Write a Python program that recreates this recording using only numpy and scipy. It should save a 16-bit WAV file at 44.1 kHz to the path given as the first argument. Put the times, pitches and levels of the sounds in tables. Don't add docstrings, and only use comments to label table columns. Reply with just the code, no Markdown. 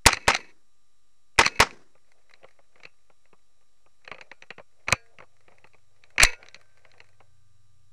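import sys
import numpy as np
from scipy import signal
from scipy.fft import rfft, irfft
from scipy.io import wavfile
from scipy.ndimage import uniform_filter1d

SR = 44100
rng = np.random.default_rng(int(sys.argv[2]) if len(sys.argv) > 2 else 0)


def persist_wave(psi):
    counts = np.round(np.clip(psi, -1, 1) * 32767).astype(np.int16)
    wavfile.write(sys.argv[1], SR, np.atleast_2d(counts).T)


N = 349272
TIME = np.arange(N) / SR
AGE = TIME[:SR * 3 // 4]
BLOW_AGE = TIME[:SR // 4]

# onset t/s, relative blast drive into the overload/dB, output level/dB, extra on the first 10 ms/dB,
# relative crack level/dB, recoil thump level/dB, hammer level/dB
SHOT_TABLE = [(0.0619, 27.5, -4.5, 9, 1.5, -17, -15.5), (0.279, 19.5, 2.5, -3, -10, -29.5, -24),
              (1.3877, 25.5, 0, 0.5, -14.5, -33, -19.5), (1.6002, 22.5, 2, -0.5, -9.5, -25.5, -15)]
# f/Hz, width/Hz, level/dB
METAL_TICK_MODES = [(4115, 300, 15.5), (4440, 270, 2.5), (4800, 400, -5.5), (5830, 390, 5.5),
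                    (6600, 2200, -22.5), (7900, 1700, -28.5)]
# f/Hz, width/Hz, level/dB
STOCK_MODES = [(175, 86, -1), (473, 460, -13), (530, 72, 4.5), (693, 420, 1), (940, 440, -8.5),
               (1159.4, 190, 4.5)]


def undb(db):
    return 10 ** (np.asarray(db) / 20)


def unit(x):
    return x / np.sqrt(np.mean(x ** 2) + 1e-30)


def dose(x):
    return x / np.sqrt(np.sum(x ** 2) / (SR / 40) + 1e-30)


def add(track, s, x):
    i = max(int(s * SR), 0)
    track[i:i + len(x)] += x[:N - i]


def fade(t60, age=AGE):
    return np.exp(-np.log(1000) * age / t60)


def cut(x, hz, kind, order=2):
    return signal.sosfilt(signal.butter(order, hz, kind, fs=SR, output="sos"), x)


def colour(x, points, size=2048):
    hz, db = np.transpose(points)
    bin_hz = np.arange(size // 2 + 1) * SR / size
    gain_db = np.interp(np.log(bin_hz + 1), np.log(hz), db)
    cepstrum = irfft(np.log(undb(gain_db)))[:size // 2]
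    cepstrum[1:] *= 2
    impulse_response = irfft(np.exp(rfft(cepstrum, size)))
    return signal.fftconvolve(x, impulse_response)[:len(x)]


def resonate(x, modes):
    return sum(undb(db) * signal.lfilter(*signal.iirpeak(hz, hz / width, fs=SR), x) for hz, width, db in modes)


def partials(modes, age=AGE):
    return np.array([undb(db) * np.sin(2 * np.pi * hz * age) * fade(t60, age) for hz, db, t60 in modes])


def walk(rate):
    knots = rng.standard_normal(512)
    return np.interp(TIME * rate, np.arange(len(knots)), knots)


def overload(x, up, down):
    limit = np.where(x > 0, up, down)
    return limit * np.tanh(x / limit)


def gun_body(x):
    # f/Hz, width/Hz, level/dB
    body_modes = [(1625.5, 600, -12), (1980, 260, -0.5), (2262, 580, 6), (2500, 61, 3), (2570, 13, -13)]
    return cut(cut(resonate(x, body_modes), 2700, "low", order=5), 1000, "high")


def background():
    # f/Hz, level/dB
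    hiss_spectrum = [(30, -8.5), (60, -10), (120, -17), (230, -18.5), (600, -21), (1500, -22.5),
                     (4000, -23.5), (7500, -22.5), (10000, -27.5), (15000, -35.5)]
    # f/Hz, rms level/dB
    whine_tones = [(47.6, -83), (1200, -85), (3893, -87), (5599, -85.5), (7400, -87.5), (9599, -91)]
    # f/Hz, relative rms level/dB
    engine_tones = [(70, -81), (92.5, -69.5), (117.5, -72.5), (161, -89.5)]
    # t/s, gain/dB
    drone_course = [(0, -18), (4.5, -14.5), (5.5, -5), (6.0, -5), (6.8, -4.5), (7.3, 2.5), (7.92, 1.5)]
    hiss = undb(-75) * unit(colour(rng.standard_normal(N), hiss_spectrum))
    whine = sum(undb(db) * np.sqrt(2) * np.sin(2 * np.pi * hz * TIME) for hz, db in whine_tones)
    drone = sum(undb(db) * np.sqrt(2) * np.sin(2 * np.pi * hz * TIME + 1.3 * walk(7))
                for hz, db in engine_tones)
    return hiss + whine + drone * undb(np.interp(TIME, *np.transpose(drone_course)))


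def action_blows():
    # lead t/s, knock level/dB, tick level/dB, time scale t/s
    hammer_fall = (.007, -28, -32, .0011)
    # lock-up t/s, lock-up level/dB, feed level/dB, slowness factor
    bolt_runs = [(0.1300, -12, -17.5, 0.87), (0.3480, -12, -15.5, 1.07), (1.4625, -7.5, -13, 1.01),
                 (6.2328, -3, -2.5, 1.146)]
    # t/s from lock-up before
    # the slowness factor, level over feed/dB, knock level/dB, tick level/dB, time scale t/s
    feed_contacts = [(-.0302, 0.5, -27.5, -28, 0.0054), (-.0148, -1.5, -25.5, -27.5, .0035),
                     (-.0088, 0, -39.5, -22.5, .009), (0.012, -3.5, -38.5, -19.5, 0.0051)]
    # knock level/dB, tick level/dB, time scale t/s
    lock_up = (-18, -17, 0.0017)
    # t/s, level/dB, knock level/dB, tick level/dB, time scale t/s
    catch_blows = [(0.1685, -21, -22.5, -28, 0.003), (1.6675, -41.5, -1.5, -21, 0.0013),
                   (1.7080, -33, -40, -25.5, 0.0015), (4.8700, -36, -12, -31.5, 0.007),
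                   (4.8825, -12.5, -18.5, -30.5, 0.0035), (4.9015, -37, -5, -13.5, 0.0023),
                   (4.9168, -18, -26.5, -32, 0.0023), (4.9245, -3, -18, -27, 0.002),
                   (6.1805, -9, -24.5, -31.5, 0.0024)]
    lead, *hammer = hammer_fall
    rows = [(shot[0] - lead, shot[-1], *hammer) for shot in SHOT_TABLE]
    for s, lock_db, feed_db, slowness in bolt_runs:
        rows.append((s, lock_db, *lock_up))
        rows += [(s + slowness * lag, feed_db + db, *contact) for lag, db, *contact in feed_contacts]
    return rows + list(catch_blows)


def blows(table, low_modes, rattle_db, rattle_t60, ring_db, body_db, top_hz):
    # f/Hz, level/dB, t60/s
    receiver_ring = [(462, -14, 0.21), (961.8, -12.5, 0.1), (1300, -12, .16), (1430, -15.5, 0.53),
                     (1920, -6, 0.15), (2240, -2.5, 0.11), (2380, 0, .16), (2730, 0.5, 0.14),
                     (2572, -5, 0.21), (4450, -15, 0.24), (6000, -19.5, .15)]
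    out = np.zeros(N)
    rattle = undb(rattle_db) * fade(rattle_t60, BLOW_AGE)
    rings = partials(receiver_ring, BLOW_AGE)
    for s, db, knock_db, tick_db, time_scale in table:
        contact = rng.standard_normal(len(BLOW_AGE))
        struck = rng.standard_normal(len(receiver_ring))
        progress = BLOW_AGE / time_scale
        push_rise = 1 - np.exp(-(progress / 0.41) ** 2)
        push = contact * push_rise * (np.exp(-progress * 1.3) + rattle)
        heave = contact * (1 - np.exp(-progress)) * (np.exp(-progress / 2.0) + rattle)
        knock = cut(resonate(heave, low_modes), 1100, "low", order=3)
        tick = cut(resonate(push, METAL_TICK_MODES), 3000, "high", order=3)
        tick = cut(tick, top_hz, "low", order=4)
        sound = undb(body_db) * dose(gun_body(push))
        sound = sound + undb(knock_db) * dose(knock) + undb(tick_db) * dose(tick)
        ring = undb(ring_db) * dose(struck @ rings)
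        add(out, s, undb(db) * (sound + ring))
    return out


def shots():
    # f/Hz, level/dB
    blast_spectrum = [(30, -17.5), (70, -12), (200, -8), (400, -8), (900, -11.5), (2200, -11.5),
                      (3200, -16), (5500, -12.5), (9000, -27), (14000, -59)]
    # f/Hz, width/Hz, relative level/dB
    housing_modes = [(364, 36, -10), (483.7, 42, 0.5), (789, 25, 6), (932, 140, 4.5), (1086, 40, 5.5),
                     (1380, 580, 1), (1930, 470, 0.5)]
    # f/Hz, level/dB
    field_spectrum = [(30, -17), (70, -1.5), (380, 6), (600, -5), (1900, -6.5), (3200, -20), (5900, -15.5),
                      (14000, -36.5)]
    out = np.zeros(N)
    place = rng.standard_normal(len(AGE))
    rise = 1 - np.exp(-(AGE / .0022) ** 2)
    front = rise * np.exp(-AGE / 0.0051)
    slap = undb(-20.5) * np.exp(-((AGE - .0262) / .007) ** 2)
    near = undb(-23) * rise * fade(0.16)
    blast_envelope = np.sqrt(front ** 2 + slap ** 2 + near ** 2)
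    for s, blast_db, out_db, front_db, crack_db, thump_db, _ in SHOT_TABLE:
        own, gas, scatter, patches = rng.standard_normal((4, len(AGE)))
        air = colour(place + .5 * own, blast_spectrum)
        air = unit(air + undb(5.5) * resonate(air, housing_modes)) * blast_envelope
        crack = unit(cut(cut(gas, 2800, "high"), 11000, "low"))
        crack = undb(crack_db + 2) * crack * rise * np.exp(-AGE / 0.0038)
        patchy = undb(2.5 * unit(uniform_filter1d(patches, 400)))
        roll_envelope = fade(0.53) * (1 - np.exp(-AGE / 0.049))
        roll = undb(-45.5) * unit(colour(scatter, field_spectrum)) * patchy * roll_envelope
        pressure = undb(blast_db - 16.5) * (air + crack + roll)
        heard = overload(pressure, up=.28, down=.62)
        heard = heard * undb(out_db + front_db * np.interp(AGE, [.0098, .0112], [1, 0]))
        heard = cut(cut(heard, 9500, "low"), 130, "high", order=1)
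        thump = undb(thump_db) * dose(np.sin(2 * np.pi * 85 * AGE) * np.exp(-AGE / 0.0027))
        add(out, s, heard - thump)
    return out


def spring():
    # start t/s, end t/s, level at start/dB, level at end/dB
    chatter_runs = [(0.119, 0.26, -44, -53.5), (0.355, 0.508, -39.5, -57.5), (1.479, 1.574, -53.5, -46.5),
                    (6.249, 6.345, -28.5, -42)]
    # f/Hz, width of one pass/Hz, level/dB
    coil_modes = [(483, 89.9, -5.5), (970, 170, -12), (1950, 360, -4), (2220, 160, 0), (2500, 160, -7),
                  (2570, 73, 3.5), (4200, 600, -21), (6020, 200, -17)]
    taps_per_s, tap_decay_s = 170, .002
    out = np.zeros(N)
    for start, end, first_db, last_db in chatter_runs:
        hiss, gaps = rng.standard_normal(len(AGE)), rng.random(len(AGE))
        taps = signal.lfilter([1], [1, -np.exp(-1 / (tap_decay_s * SR))], gaps < taps_per_s / SR)
        push = hiss * (taps + .35)
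        coil = 0
        for hz, width, db in coil_modes:
            mode = [(hz, width, 0)]
            coil = coil + undb(db) * resonate(resonate(push, mode), mode)
        sound = unit(coil) + undb(-17) * unit(resonate(push, METAL_TICK_MODES))
        release = np.exp(-np.maximum(AGE - (end - start), 0) / 0.0081)
        level = undb(np.interp(AGE, [0, end - start], [first_db, last_db]))
        add(out, start, sound * release * level)
    return out


def handling_blows():
    # t/s, level/dB, hardness 0-1
    touches = [(1.359, -56, 0.4), (1.951, -55, 0), (2.295, -48.5, 0.66), (2.337, -40, 0.81),
               (2.43, -46, 0.1), (2.588, -51.5, 0.04), (2.756, -47, .3), (2.8, -46, 0.42),
               (2.833, -36, 0.7), (2.852, -29.5, 0.68), (3.099, -53, 0), (3.254, -52.5, 0.52),
               (3.328, -49.5, 0), (3.609, -64.5, 0.16), (3.86, -55.5, 0), (4.047, -42, 0.72),
               (4.076, -28, 0.58), (4.114, -23.5, .4), (4.144, -34.5, 0.43), (4.182, -37, 0.32),
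               (4.21, -30, 0.65), (4.314, -29, 0.54), (4.422, -32.5, 0.68), (4.504, -25, 0.56),
               (4.58, -34, 0.25), (4.595, -42.5, 0.03), (5.185, -36, 0.47), (5.222, -42.5, 0.12),
               (5.48, -44, 0.24), (5.519, -50.5, 0.11), (5.642, -40, .35), (5.733, -50, 0.62),
               (6.037, -41, 0.76), (6.159, -49.5, 0.1), (6.428, -35.5, 0.61), (6.461, -41, 0.72),
               (6.485, -39.5, 0.9), (6.544, -32.5, 0.85), (6.849, -42, 0.44), (6.915, -48.5, 0.89),
               (6.937, -49, 0.37), (7.002, -35, 0.65), (7.202, -47.5, 0.06)]
    knock_db, tick_db, time_scale_s = (-7.5, -31), (-38, -9), (.0032, 0.0017)
    settle_s, settle_db, settle_spread_db = (0.009, .018), 16, 10

    def between(ends, share):
        return np.interp(share, [0, 1], ends)

    def touch(hard):
        return between(knock_db, hard), between(tick_db, hard ** 2), between(time_scale_s, hard)

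    rows = []
    for s, db, hard in touches:
        delay = between(settle_s, rng.random())
        scatter_db = settle_spread_db * rng.standard_normal()
        rows.append((s, db, *touch(hard)))
        rows.append((s + delay, db - settle_db + scatter_db, *touch(hard / 2)))
    return rows


def movement():
    # t/s, level/dB
    rub_course = [(1.9, -77), (2.15, -78), (2.42, -62.5), (2.6, -83.5), (2.8, -69.5), (2.95, -85.5),
                  (3.9, -84.5), (4.25, -68), (4.65, -88), (4.87, -65.5), (5.25, -79), (5.52, -68.5),
                  (5.9, -80), (6.2, -67), (6.35, -56.5), (6.68, -70), (7.02, -66), (7.4, -87)]
    return undb(np.interp(TIME, *np.transpose(rub_course), left=-120, right=-120))


def rubbing():
    # f/Hz, level/dB
    cloth_spectrum = [(100, -18.5), (300, -14), (480, 2.5), (680, 2.5), (1000, -10.5), (1600, -9.5),
                      (2350, -7), (3200, -22.5), (6000, -22), (12000, -48)]
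    cloth = colour(rng.standard_normal(N), cloth_spectrum)
    grip_db = 3.5 * walk(22)
    drag = cut(cloth, 1000, "low", order=3) * undb(grip_db + 4 * walk(35))
    scrape = cut(cloth, 1000, "high", order=3) * undb(grip_db + 4 * walk(70))
    return unit(drag + scrape) * movement()


def fittings():
    taps_per_s, tap_spread_db, tap_decay_s = 32, 6.5, 0.0036
    level_db = -2
    taps = (rng.random(N) < taps_per_s / SR) * undb(tap_spread_db * rng.standard_normal(N))
    envelope = signal.lfilter([1], [1, -np.exp(-1 / (tap_decay_s * SR))], taps)
    push = rng.standard_normal(N) * envelope
    sound = unit(gun_body(push))
    sound = sound + undb(-1.5) * unit(resonate(push, STOCK_MODES))
    sound = sound + undb(-9.5) * unit(resonate(push, METAL_TICK_MODES))
    return undb(level_db) * unit(sound) * movement()


def slams():
    # t/s, snap level/dB, decay t/s, shove gain/dB
    seatings = [(4.9248, -4, 0.00086, -25), (6.233, 2, 0.0013, -12), (6.2355, -7, 0.0024, -4)]
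    # f/Hz, level/dB, t60/s
    magazine_ring = [(99, -34, 0.06), (122, -35, 0.073), (458, -56.5, 0.82), (690, -61.5, 1),
                     (1443, -50, .2), (1630, -49, 0.37), (1840, -53, 0.31), (2649, -52, .2)]
    # f/Hz, level/dB, t60/s
    barrel_ring = [(530, -59, .3), (600, -56.5, 0.75), (1557, -63.5, 3.3), (1615, -64, 0.39),
                   (2261, -58.5, .9), (2666, -47.5, .38), (5860, -54.5, .27), (5900, -56, .45)]
    out = np.zeros(N)
    shove = cut((1 - np.exp(-AGE / 0.0034)) ** 2 * np.exp(-AGE / 0.01), 4.5, "high", order=1)
    for s, snap_db, decay, shove_db in seatings:
        snap = cut(rng.standard_normal(len(AGE)), 4500, "high")
        snap = unit(cut(snap, 8500, "low", order=4)) * np.exp(-AGE / decay)
        snap = snap * np.minimum(AGE / .0002, 1)
        add(out, s, undb(snap_db) * snap - undb(shove_db) * shove)
    add(out, seatings[0][0], partials(magazine_ring).sum(axis=0))
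    add(out, seatings[-1][0], partials(barrel_ring, TIME[:2 * SR]).sum(axis=0))
    return out


def scene():
    # f/Hz, width/Hz, level/dB
    knock_modes = [(108, 67, -3), (200, 270, -13), (327, 320, -10), (524, 23, -11.5), (746, 290, -4.5),
                   (1226, 470, 5)]
    action = blows(action_blows(), knock_modes, rattle_db=-31.0, rattle_t60=0.1,
                   ring_db=-37.5, body_db=-15, top_hz=8400)
    handling = blows(handling_blows(), STOCK_MODES, rattle_db=-26, rattle_t60=0.087,
                     ring_db=-33, body_db=-15.5, top_hz=6900)
    gun = shots() + action + spring() + slams()
    return (gun + handling + rubbing() + fittings() + background())[None]


def record(dry):
    ceiling, top_hz = .76, 15200
    wet = ceiling * np.tanh(cut(dry, 12000, "low", order=5) / ceiling)
    return signal.sosfilt(signal.ellip(8, .2, 90, top_hz, fs=SR, output="sos"), wet) - .004


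dry = scene()
out = record(dry)
persist_wave(out)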